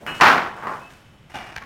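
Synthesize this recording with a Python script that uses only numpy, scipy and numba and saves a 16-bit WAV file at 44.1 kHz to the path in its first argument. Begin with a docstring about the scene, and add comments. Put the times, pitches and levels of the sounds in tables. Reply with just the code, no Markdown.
"""A walled yard, bricklaying. A steel trowel clinks and its blade rings on; a hard hollow knock echoes
between the walls and drives a limiter, and duller bumps follow. The trowel scrapes mortar on the hand
board, setting both ringing, then taps it. Grit crunches under soft footfalls, and one thin whistle,
perhaps a bird, sounds over a quiet background."""
import sys
import numpy as np
from scipy import signal
from scipy.fft import rfft, irfft
from scipy.io import wavfile
from scipy.ndimage import uniform_filter1d, minimum_filter1d
from numba import njit

SR = 44100
rng = np.random.default_rng(int(sys.argv[2]) if len(sys.argv) > 2 else 0)


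def master(y):
    """Save y as 16-bit WAV."""
    cut = np.clip(np.atleast_2d(y).T, -1, 1)
    pcm = np.round(cut * 32767)  # scale
    wavfile.write(sys.argv[1], SR, pcm.astype(np.int16))


N = 72765

# strike on the trowel blade: t/s, level/dB, echo/dB
CLINK_HITS = [(.065, -2.5, 7.5)]
# hard knock: t/s, level/dB, echo/dB
KNOCK_HITS = [(0.2103, -4.5, 7)]


def undb(db):
    """Decibels to gain."""
    return 10 ** (np.asarray(db) / 20)


def clock():
    """Sample times in s."""
    return np.arange(N) / SR


def at_hz(points, hz):
    """Interpolate (f/Hz, value) points on a log-frequency axis."""
    f, values = np.array(points, float).T
    return np.interp(np.log(np.maximum(hz, 1)), np.log(f), values)


def through(x, impulse):
    """Convolve, cut to N samples."""
    return signal.fftconvolve(x, impulse)[:N]


def colour(x, spectrum):
    """Minimum-phase filter of the given spectral shape; keeps the power of white noise."""
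    size = 4096
    hz = np.arange(size // 2 + 1) * SR / size
    cepstrum = irfft(np.log(undb(at_hz(spectrum, hz))))
    cepstrum[1:size // 2] *= 2
    cepstrum[size // 2 + 1:] = 0
    impulse = irfft(np.exp(rfft(cepstrum)))
    return through(x, impulse / np.linalg.norm(impulse))


def fade(t, t60_s):
    """Exponential decay, 60 dB in t60_s."""
    return np.exp(-np.log(1000) * np.maximum(t, 0) / t60_s)


def late(x, delay_s):
    """Delay, cut to N samples."""
    return np.concatenate([np.zeros(max(int(delay_s * SR), 0)), x])[:N]


def grains(spread):
    """Noise in 24-sample grains of log-normal strength, rms 1."""
    size = 24
    noise = rng.standard_normal(N)
    strength = np.exp(spread * rng.standard_normal(N // size + 1))
    noise *= np.repeat(strength, size)[:N]
    return noise / noise.std()


def swells(rows):
    """Power sum of attack-and-fade envelopes."""
    t, power = clock(), 0
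    for start_s, attack_s, t60_s, db in rows:
        attack = np.clip((t - start_s) / attack_s, 0, 1)
        power += (undb(db) * attack * fade(t - start_s - attack_s, t60_s)) ** 2
    return np.sqrt(power)


def ring(modes, build_s, detune=0):
    """Decaying modes of a struck object: random polarity, random relative detuning, a swelling onset."""
    t, tone = clock(), 0
    for hz, db, t60_s in modes:
        polarity = rng.choice([-1, 1])
        tuned_hz = hz * (1 + detune * rng.standard_normal())
        tone += polarity * undb(db) * fade(t, t60_s) * np.sin(2 * np.pi * tuned_hz * t)
    return (1 - np.exp(-t / build_s)) * tone


def yard_echo(build_s=0.017):
    """Wall reflections build up, then die away, treble first; unit-energy impulse response."""
    # reverberation by band: f/Hz, t60/s
    decay_times = [(100, 0.78), (400, 0.69), (1000, 0.51), (2000, 0.51), (4000, 0.45), (12000, 0.47)]
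    t, hz = clock(), np.arange(N // 2 + 1) * SR / N
    spectrum, echo = rfft(grains(spread=.28)), 0
    for band_hz, t60_s in decay_times:
        band = at_hz([(f, f == band_hz) for f, _ in decay_times], hz)
        echo += irfft(spectrum * band, N) * fade(t, t60_s)
    echo *= 1 - np.exp(-t / build_s) / 2
    return echo / np.linalg.norm(echo)


def blows(hits, spectrum, modes, crack_db, ring_db, crack_t60_s, build_s, detune=0):
    """Each blow: a noise crack, its wall echo and the ring of the thing struck."""
    noise, tone = 0, 0
    for start_s, db, echo_db in hits:
        crack = rng.standard_normal(N) * fade(clock(), crack_t60_s)
        crack /= np.linalg.norm(crack)
        noise += undb(db) * late(crack + undb(echo_db) * yard_echo(), start_s)
        tone += undb(db) * late(ring(modes, build_s, detune), start_s)
    return undb(crack_db) * np.sqrt(SR) * colour(noise, spectrum) + undb(ring_db) * tone


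def air():
    """Quiet, steady outdoor noise, mostly bass."""
    # background spectrum: f/Hz, level/dB
    spectrum = [(25, -21), (130, -11.5), (400, -26.5), (800, -29.5), (2000, -33.5), (3100, -34),
                (4300, -44.5), (6500, -47.5), (15500, -58.5)]
    return undb(-51) * colour(rng.standard_normal(N), spectrum)


def feet():
    """Grit crunches under shoes; footfalls thud softly."""
    # crunches and footfalls: t/s, attack/s, t60/s, level/dB
    crunches = [(0, 0.0074, 2.3, -3.5), (.14, 0.011, 1.5, 9.5), (.54, 0.034, 1.1, -3),
                (.66, 0.069, 1.2, 2.5), (.893, 0.0058, 0.79, 0), (1.29, 0.013, 1, -1.5)]
    footfalls = [(.002, 0.028, 0.82, 13), (.63, 0.0084, 0.73, 14.5), (1.133, 0.0078, 0.35, -4.5)]
    # their spectra: f/Hz, level/dB
    grit_spectrum = [(300, -7.5), (1500, 8), (4300, -6), (5500, -6), (9000, -11), (15500, -19.5)]
    thud_spectrum = [(30, -24), (70, -9), (150, -4), (300, -11.5), (800, -6.5), (2000, -44)]
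    grit = colour(grains(spread=0.38) * swells(crunches), grit_spectrum)
    thuds = colour(rng.standard_normal(N) * swells(footfalls), thud_spectrum)
    return undb(-50) * grit + undb(-53) * thuds


def clink():
    """The steel trowel blade is struck and rings."""
    # crack spectrum: f/Hz, level/dB
    spectrum = [(80, -17), (140, -6), (650, -10), (1530, -0.5), (2100, -7.5), (2970, -8.5), (3500, -27.5),
                (15500, -36.5)]
    # blade modes: f/Hz, level/dB, t60/s
    modes = [(1592, -11, .4), (2590, 3, .42), (2906, 4, .48), (3112, -9, .45), (4145, -12.5, .33),
             (5390, -15, .3), (6794, -21, .44), (8060, -19.5, .38), (8807, -18.5, .35)]
    return blows(CLINK_HITS, spectrum, modes, crack_db=-46, ring_db=-27.5, crack_t60_s=0.011,
                 build_s=0.027)


def blade_afterring(t60_s=4):
    """Lightly damped steel sings faintly long after the clink."""
    # lingering blade modes: f/Hz, level/dB
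    partials = [(2600, -2), (2990, -1), (3040, 0), (3330, -6), (3693, -6), (5380, -9)]
    modes = [(hz, db, t60_s) for hz, db in partials]
    return undb(-53) * late(ring(modes, build_s=0.027), CLINK_HITS[0][0])


def bumps():
    """Dull blows whose ring shifts in pitch from one to the next."""
    # bumps: t/s, level/dB, echo/dB
    hits = [(.2009, -1.5, -5), (.575, -16.5, 9), (.624, -16, 13.5), (.655, -15, 2), (.6705, -2, 0.5),
            (.681, -5.5, -0.5), (.694, -9, 0), (.719, -17.5, 3), (.735, -15.5, -18), (1.618, -15, -6)]
    # crack spectrum: f/Hz, level/dB
    spectrum = [(50, -40.5), (140, -14), (300, -16), (550, -9), (830, -5.5), (1100, -2), (1800, -11.5),
                (3340, -32), (15500, -53.5)]
    # bump modes: f/Hz, level/dB, t60/s
    modes = [(1055, 1, .22), (1125, -2, .15), (1200, -4, .11)]
    return blows(hits, spectrum, modes, crack_db=-42.5, ring_db=-25, crack_t60_s=.035,
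                 build_s=0.0032, detune=.025)


def knock():
    """One hard blow with a hollow ring and a strong wall echo."""
    # crack spectrum: f/Hz, level/dB
    spectrum = [(60, -33), (170, -13.5), (560, -11.5), (830, -1.5), (1350, 0.5), (3000, -14.5), (5500, -25),
                (8000, -38), (15500, -43)]
    # hollow modes: f/Hz, level/dB, t60/s
    modes = [(709, -9, .62), (832, 0, .55), (984, -4, .55), (1094, -1, .6), (1330, 1, .5), (1395, -3, .55),
             (1484, -3, .5), (1735, -7, .55), (1848, -6, .6), (2346, -11, .45), (4263, -19, .35)]
    return blows(KNOCK_HITS, spectrum, modes, crack_db=-18.5, ring_db=-9.5, crack_t60_s=0.104,
                 build_s=0.0032)


def snap():
    """Hard faces meet: a bright noise burst starts the knock."""
    # burst spectrum: f/Hz, level/dB
    spectrum = [(800, -3), (4000, 0), (8000, -8), (15500, -30)]
    burst = rng.standard_normal(N) * fade(clock(), t60_s=.01)
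    return undb(-10) * late(colour(burst, spectrum), KNOCK_HITS[0][0])


def whistle(echo_db=-3):
    """A faint pure note slides up, holds and echoes."""
    # note contour: t/s, f/Hz, level/dB
    contour = [(.8, 2470, -60), (.818, 2580, -52), (.872, 2612, -48.5), (.89, 2615, -64)]
    times_s, hz, db = np.array(contour).T
    t = clock()
    rms = np.interp(t, times_s, undb(db), left=0, right=0)
    phase = 2 * np.pi * np.cumsum(np.interp(t, times_s, hz)) / SR
    note = np.sqrt(2) * rms * np.sin(phase)
    return note + undb(echo_db) * through(note, yard_echo())


def scraping(sand_db=-30, ring_db=-36.5):
    """Sand grinds under the blade; each stroke sets blade and board ringing."""
    # strokes through mortar: t/s, attack/s, t60/s, level/dB
    strokes = [(1.296, 0.0027, 0.36, -16), (1.339, 0.0057, 0.67, 0), (1.458, .008, 1, -10.5)]
    # grinding spectrum: f/Hz, level/dB
    spectrum = [(100, -12), (230, -3.5), (520, -12), (800, 1.5), (1020, -5.5), (2370, -8.5), (4100, -23.5),
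                (5500, -23), (7500, -31.5), (15500, -42)]
    # blade and board modes: f/Hz, level/dB, t60/s
    modes = [(728, -4, .48), (866, -1.5, .48), (1190, -7, .35), (1550, -5, .45), (2322, -4, .6),
             (2428, -8, .55), (2860, -2, .47), (3490, -10, .45), (5588, -17, .4), (8650, -19, .36)]
    sand = colour(grains(spread=.45) * swells(strokes), spectrum)
    board = sum(undb(db) * late(ring(modes, build_s=0.01), start_s) for start_s, _, _, db in strokes)
    return undb(sand_db) * sand + undb(ring_db) * board


def taps():
    """The trowel taps the board; the ring dies quickly."""
    # taps: t/s, level/dB, echo/dB
    hits = [(1.5618, -5, -12), (1.5637, 1.5, -12), (1.576, -7, -9), (1.582, -5, -7), (1.624, -12, -9),
            (1.637, -14, -7)]
    # crack spectrum: f/Hz, level/dB
    spectrum = [(150, -6), (420, -16), (820, -7), (1150, -12.5), (1560, 1), (2360, -5.5), (3280, -15.5),
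                (6300, -23), (7200, -31), (15500, -39.5)]
    # tap modes: f/Hz, level/dB, t60/s
    modes = [(880, -6, .06), (1555, 1, .055), (2300, -2, .05)]
    return blows(hits, spectrum, modes, crack_db=-50, ring_db=-36, crack_t60_s=.014, build_s=0.00077)


def scene():
    """Work sounds, whistle and background, mono."""
    strikes = knock() + bumps() + clink() + taps()
    return (strikes + air() + snap() + blade_afterring() + scraping() + feet() + whistle())[None]


@njit
def peak_follower(x, decay):
    """Instant attack, exponential release."""
    envelope, peak = np.empty(len(x)), 0.
    for i in range(len(x)):
        peak = max(abs(x[i]), peak * decay)
        envelope[i] = peak
    return envelope


def record(dry):
    """A fast limiter holds down the knock; clipper and steep low-pass follow."""
    limit, release_s, ceiling, cutoff_hz = 0.74, 0.0049, .97, 15800
    peak = peak_follower(dry[0], np.exp(-1 / (release_s * SR)))
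    gain = np.minimum(1, limit / (peak + 1e-9))
    smooth_gain = uniform_filter1d(minimum_filter1d(gain, size=16), size=32)
    limited = np.clip(dry * smooth_gain, -ceiling, ceiling)
    lowpass = signal.ellip(8, .2, 70, cutoff_hz, fs=SR, output="sos")
    return signal.sosfilt(lowpass, limited)


dry = scene()
out = record(dry)
master(out)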